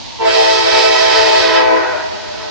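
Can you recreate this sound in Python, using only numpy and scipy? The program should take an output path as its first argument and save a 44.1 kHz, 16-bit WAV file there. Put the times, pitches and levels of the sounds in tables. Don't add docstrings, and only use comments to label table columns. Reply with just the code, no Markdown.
import sys
import numpy as np
from scipy import signal
from scipy.fft import rfft, irfft, next_fast_len
from scipy.io import wavfile
from scipy.ndimage import uniform_filter1d, map_coordinates

SR = 44100
rng = np.random.default_rng(int(sys.argv[2]) if len(sys.argv) > 2 else 0)


def wav_record(signal):
    frames = np.transpose(np.atleast_2d(signal))
    bounded = np.clip(frames, -1, 1)
    quanta = np.round(bounded * 32767).astype(np.int16)
    wavfile.write(sys.argv[1], SR, quanta)


def attenuation_scalar(level_db):
    decades = np.asarray(level_db, float) / 20
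    return 10 ** decades


N = 110250
STEP = 32

# pitch in Hz, level in dB.
DIESEL_TONES = [(47, -50), (78, -55.5), (96.5, -44), (120, -44.5)]
# pitch in Hz, level in dB.
OLD_RING = [(650, -63.5), (678, -47), (927, -41.5), (1942, -55.5)]
# frequency in Hz, level in dB per Hz.
HISS_COLOUR = [(100, -26), (200, -2.5), (450, -11.5), (900, -4), (1300, -19.5), (4500, -8.5), (6500, -18),
               (9500, -46.5)]
# frequency in Hz, level in dB per Hz.
RUMBLE_COLOUR = [(12, -55), (20, -19.5), (92, 0), (108, -8), (146, -8), (170, -11), (220, -44.5),
                 (370, -120)]
# frequency in Hz, likeness from -1 to 1.
ALIKE = [(60, -0.94), (200, -0.97), (510, -0.62), (800, -0.65), (1050, 0.65), (2160, 0.12), (9000, 0.14)]
# frequency in Hz, difference in dB.
TRAIN_PAN = [(60, 1.5), (160, 1.0), (450, 0.5), (1220, -2), (3320, -5), (9040, 6.5)]
# frequency in Hz, difference in dB.
HORN_PAN = [(140, 0.5), (320, 2), (650, 0.6), (1000, 0.9), (1700, -2), (3000, -6.5), (5200, -5), (9000, 6)]
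# frequency in Hz, lead in radians.
LEFT_LEAD = [(330, 3.5), (445, 1.9444), (515, -1), (650, 3.5), (780, 3.5), (890, 1.65), (1030, -6.17),
             (1300, -2)]
# frequency in Hz, gain in dB.
ECHO_COLOUR = [(300, -8.5), (600, -2), (1000, -1.8), (1500, 10.5), (3000, 8), (6000, 13.5)]
# time in seconds, gain in dB.
ECHO_SWELL = [(.2, -1), (1.3, 0.66), (1.6, 3), (1.85, 1)]
# frequency in Hz, gain in dB.
FAR_AIR = [(700, 2), (1500, -2), (4000, -8)]
# frequency in Hz, width in Hz, gain in dB.
GROUND_DIPS = [(1161, 103, -7), (1705, 42, -4.5), (2342, 40, 1), (2703, 79, 1.5)]
# pitch in Hz, share of the pitch shift that the reed follows.
REEDS = [(331, 1), (386.2, .9), (445, 1), (513.5, .8), (650.6, .3)]
# level in dB, overtone slope in dB per octave,
# start in seconds, end in seconds, gain in dB as the valve closes.
CHIMES = [
    (-22, -3.5, .185, 1.9, 2.5),
    (-22, -4, .185, 1.98, -1),
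    (-17.5, -4.5, 0.1806, 1.93, -4.5),
    (-29.5, -1, .2, 1.98, 6),
    (-15.5, -4.5, 0.23, 1.84, -2.5),
]
# time in seconds, level in dB, brightness in dB per octave.
PRESSURE = [
    (.17, -10.5, -18),
    (.23, 0.5, -9),
    (.33, -0.3, 1.5),
    (0.501, -0.7, 0.25),
    (1.379, -0.34, -1.1),
    (1.552, 1, -16.5),
    (1.759, 2, -40),
    (1.898, -5.5, -34),
    (2.021, -21, -16),
]
# time in seconds, shift in percent.
PITCH_SHIFT = [(.17, 1.6), (.23, 1.3), (.33, .6), (.5, .05), (1.4, .05), (1.56, -1.1), (1.8, -1.3),
               (2.02, -1.5)]
# frequency in Hz, gain in dB.
BELL = [(300, -3), (900, 4), (1160, 0), (1320, -8.5), (3200, -5.5), (5200, -4), (7000, -22.5),
        (10000, -36.5)]
# frequency in Hz, depth in dB.
SHIMMER = [(300, 2.5), (900, 3.5), (3000, 3)]
# frequency in Hz, level in dB per Hz.
BREATH_COLOUR = [(200, -34), (700, 1.5), (1500, -3.3), (5500, -8), (7500, -10), (10000, -41)]


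def unit(x):
    return x / np.sqrt(np.mean(x ** 2) + 1e-20)


def along(points, hz):
    f, value = np.transpose(points)
    return np.interp(np.log(hz + 1), np.log(f + 1), value)


def wobble(rate, count):
    knots = rng.standard_normal((count, 80))
    at = np.arange(0, N, STEP) * rate / SR
    return map_coordinates(knots, np.broadcast_arrays(np.arange(count)[:, None], at), mode="mirror")


def full(x):
    return x.repeat(STEP, axis=-1)[..., :N]


def mixed(rows, gains):
    rows = np.pad(rows, [(0, 0), (0, -N % STEP)]).reshape(len(rows), -1, STEP)
    total = np.einsum("kbs,...kb->...bs", rows, gains.astype(rows.dtype))
    return total.reshape(*gains.shape[:-2], -1)[..., :N]


def filtered(x, response):
    m = next_fast_len(N + SR // 2)
    return irfft(rfft(x, m) * response(np.fft.rfftfreq(m, 1 / SR)), m)[..., :N]


def halves(points, hz):
    return np.outer([.5, -.5], along(points, hz))


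def spread(pair, pan):
    def mid_and_side(hz):
        turn = np.arccos(np.clip(along(ALIKE, hz), -1, 1)) / 2
        return np.array([np.cos(turn), np.sin(turn)])

    mid, side = filtered(pair, mid_and_side)
    return filtered(np.array([mid + side, mid - side]), lambda hz: attenuation_scalar(halves(pan, hz)))


def rush(colour, patchy_db):
    z = signal.stft(rng.standard_normal((2, N)), nperseg=512)[2]
    patches = uniform_filter1d(rng.standard_normal(z.shape[1:]), size=6, axis=0)
    patches = uniform_filter1d(patches, size=12, axis=1)
    pair = signal.istft(z * attenuation_scalar(patchy_db * unit(patches)), nperseg=512)[1][:, :N]
    return unit(filtered(pair, lambda hz: attenuation_scalar(along(colour, hz))))


def unsteady_tones(table, waver_db, rate):
    hz, db = np.tile(np.transpose(table), 2)[:, :, None]
    size = uniform_filter1d(full(wobble(rate, count=len(hz))), STEP)
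    drift = uniform_filter1d(full(wobble(rate, count=len(hz))), STEP)
    tones = attenuation_scalar(db + waver_db * size) * np.sin(2 * np.pi * hz * np.arange(N) / SR + 0.9 * drift)
    return tones.reshape(2, -1, N).sum(axis=1)


def train():
    hiss_db = -30.5 + 0.34 * np.arange(N) / N + 0.66 * full(wobble(5, count=1))
    hiss = attenuation_scalar(hiss_db) * rush(HISS_COLOUR, patchy_db=0.46)
    rumble = attenuation_scalar(-38) * rush(RUMBLE_COLOUR, patchy_db=-3.5)
    throb = unsteady_tones(DIESEL_TONES, waver_db=3, rate=9)
    fade = attenuation_scalar(-6 * np.arange(N) / SR)
    ring = fade * unsteady_tones(OLD_RING, waver_db=0.5, rate=14)
    return spread(hiss + rumble + throb + ring, TRAIN_PAN)


def echoes(x, count):
    near_s, far_s, half_power_s = .015, 1.6, .035
    deepest_drop = .085
    sideways = 1.7
    dull_from_s = .25
    t, start = np.arange(N) / SR, PRESSURE[0][0]
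    where, far, size = rng.random((2 * count, 3)).T
    delay = near_s + far_s * far ** 2.5
    pitch = 1 - deepest_drop * np.sin(np.pi / 2 * where ** sideways) ** 2
    gain = attenuation_scalar(-1 + 5.16 * size) / np.sqrt(count * (1 + delay / half_power_s))
    flutter = gain[:, None] * attenuation_scalar(4.28 * wobble(14, count=2 * count))
    dull = filtered(x, lambda hz: attenuation_scalar(along(FAR_AIR, hz)))
    paths = []
    for ratio, late in zip(pitch, delay):
        source = dull if late > dull_from_s else x
        heard_at = start + (t - start - late) * ratio
        paths.append(np.interp(heard_at, t, source))
    paths = np.array(paths, dtype="float32")
    pair = np.array([mixed(paths[i::2], flutter[i::2]) for i in (0, 1)])
    return filtered(pair, lambda hz: attenuation_scalar(along(ECHO_COLOUR, hz)))


def horn():
    attack_s, release_s = .024, .05
    pitch_waver = .0006
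    knee_hz = 2310
    t = np.arange(0, N, STEP) / SR
    at_s, level_points, bright_points = np.transpose(PRESSURE)
    level_db = np.interp(t, at_s, level_points)
    bright_db = np.interp(t, at_s, bright_points)
    shift = np.interp(t, *np.transpose(PITCH_SHIFT))
    closing = np.interp(t, (1.3, 1.6), [0, 1])
    sound = np.zeros((3, N))
    for (hz, follows), (db, slope_db, on, off, late_db) in zip(REEDS, CHIMES):
        k = np.arange(1, int(9500 / hz) + 1)[:, None]
        pitch = hz * (1 + follows * shift / 100 + pitch_waver * wobble(20, count=1)[0])
        cycles = np.cumsum(full(pitch)) / SR
        phase = k * (cycles % 1) + rng.random((len(k), 1))
        tones = np.sin(2 * np.pi * phase.astype("float32"))

        gate = np.clip((t - on) / attack_s, 0, 1) ** 2 * np.clip((off - t) / release_s, 0, 1)
        dulling = np.log2(1 + (k * hz / knee_hz) ** 4) / 4
        reed_db = db + level_db + late_db * closing
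        overtone_db = slope_db * np.log2(k) + along(BELL, k * hz) + bright_db * dulling
        size = gate * attenuation_scalar(reed_db + overtone_db)

        flicker = wobble(18, count=3 * len(k)).reshape(3, len(k), -1)
        both, left, right = flicker * along(SHIMMER, k * hz)
        stir_db = [0 * both, 0.73 * both + 0.71 * left, 0.62 * both + 0.89 * right]
        sound += mixed(tones, size * attenuation_scalar(stir_db))
    air_gain = gate * attenuation_scalar(-27 + level_db + .9 * bright_db)
    air = full(air_gain) * rush(BREATH_COLOUR, patchy_db=2.5)
    return sound[0], sound[1:], air


def ground(hz):
    return attenuation_scalar(sum(db * np.exp(-((hz - at_hz) / width) ** 2) for at_hz, width, db in GROUND_DIPS))


def scene():
    steady, stirred, air = horn()
    direct = filtered(stirred, lambda hz: attenuation_scalar(halves(HORN_PAN, hz)) * np.exp(1j * halves(LEFT_LEAD, hz)))
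    swell = attenuation_scalar(np.interp(np.arange(N) / SR, *np.transpose(ECHO_SWELL)))
    around = spread(echoes(swell * steady, count=40) + air, HORN_PAN)
    return filtered(direct + around, ground) + train()


def roll_off(x):
    return signal.sosfilt(signal.butter(12, 9640, fs=SR, output="sos"), x)


def record(dry):
    clipped = np.clip(dry, -1, 1)
    return roll_off(clipped)


dry = scene()
out = record(dry)
wav_record(out)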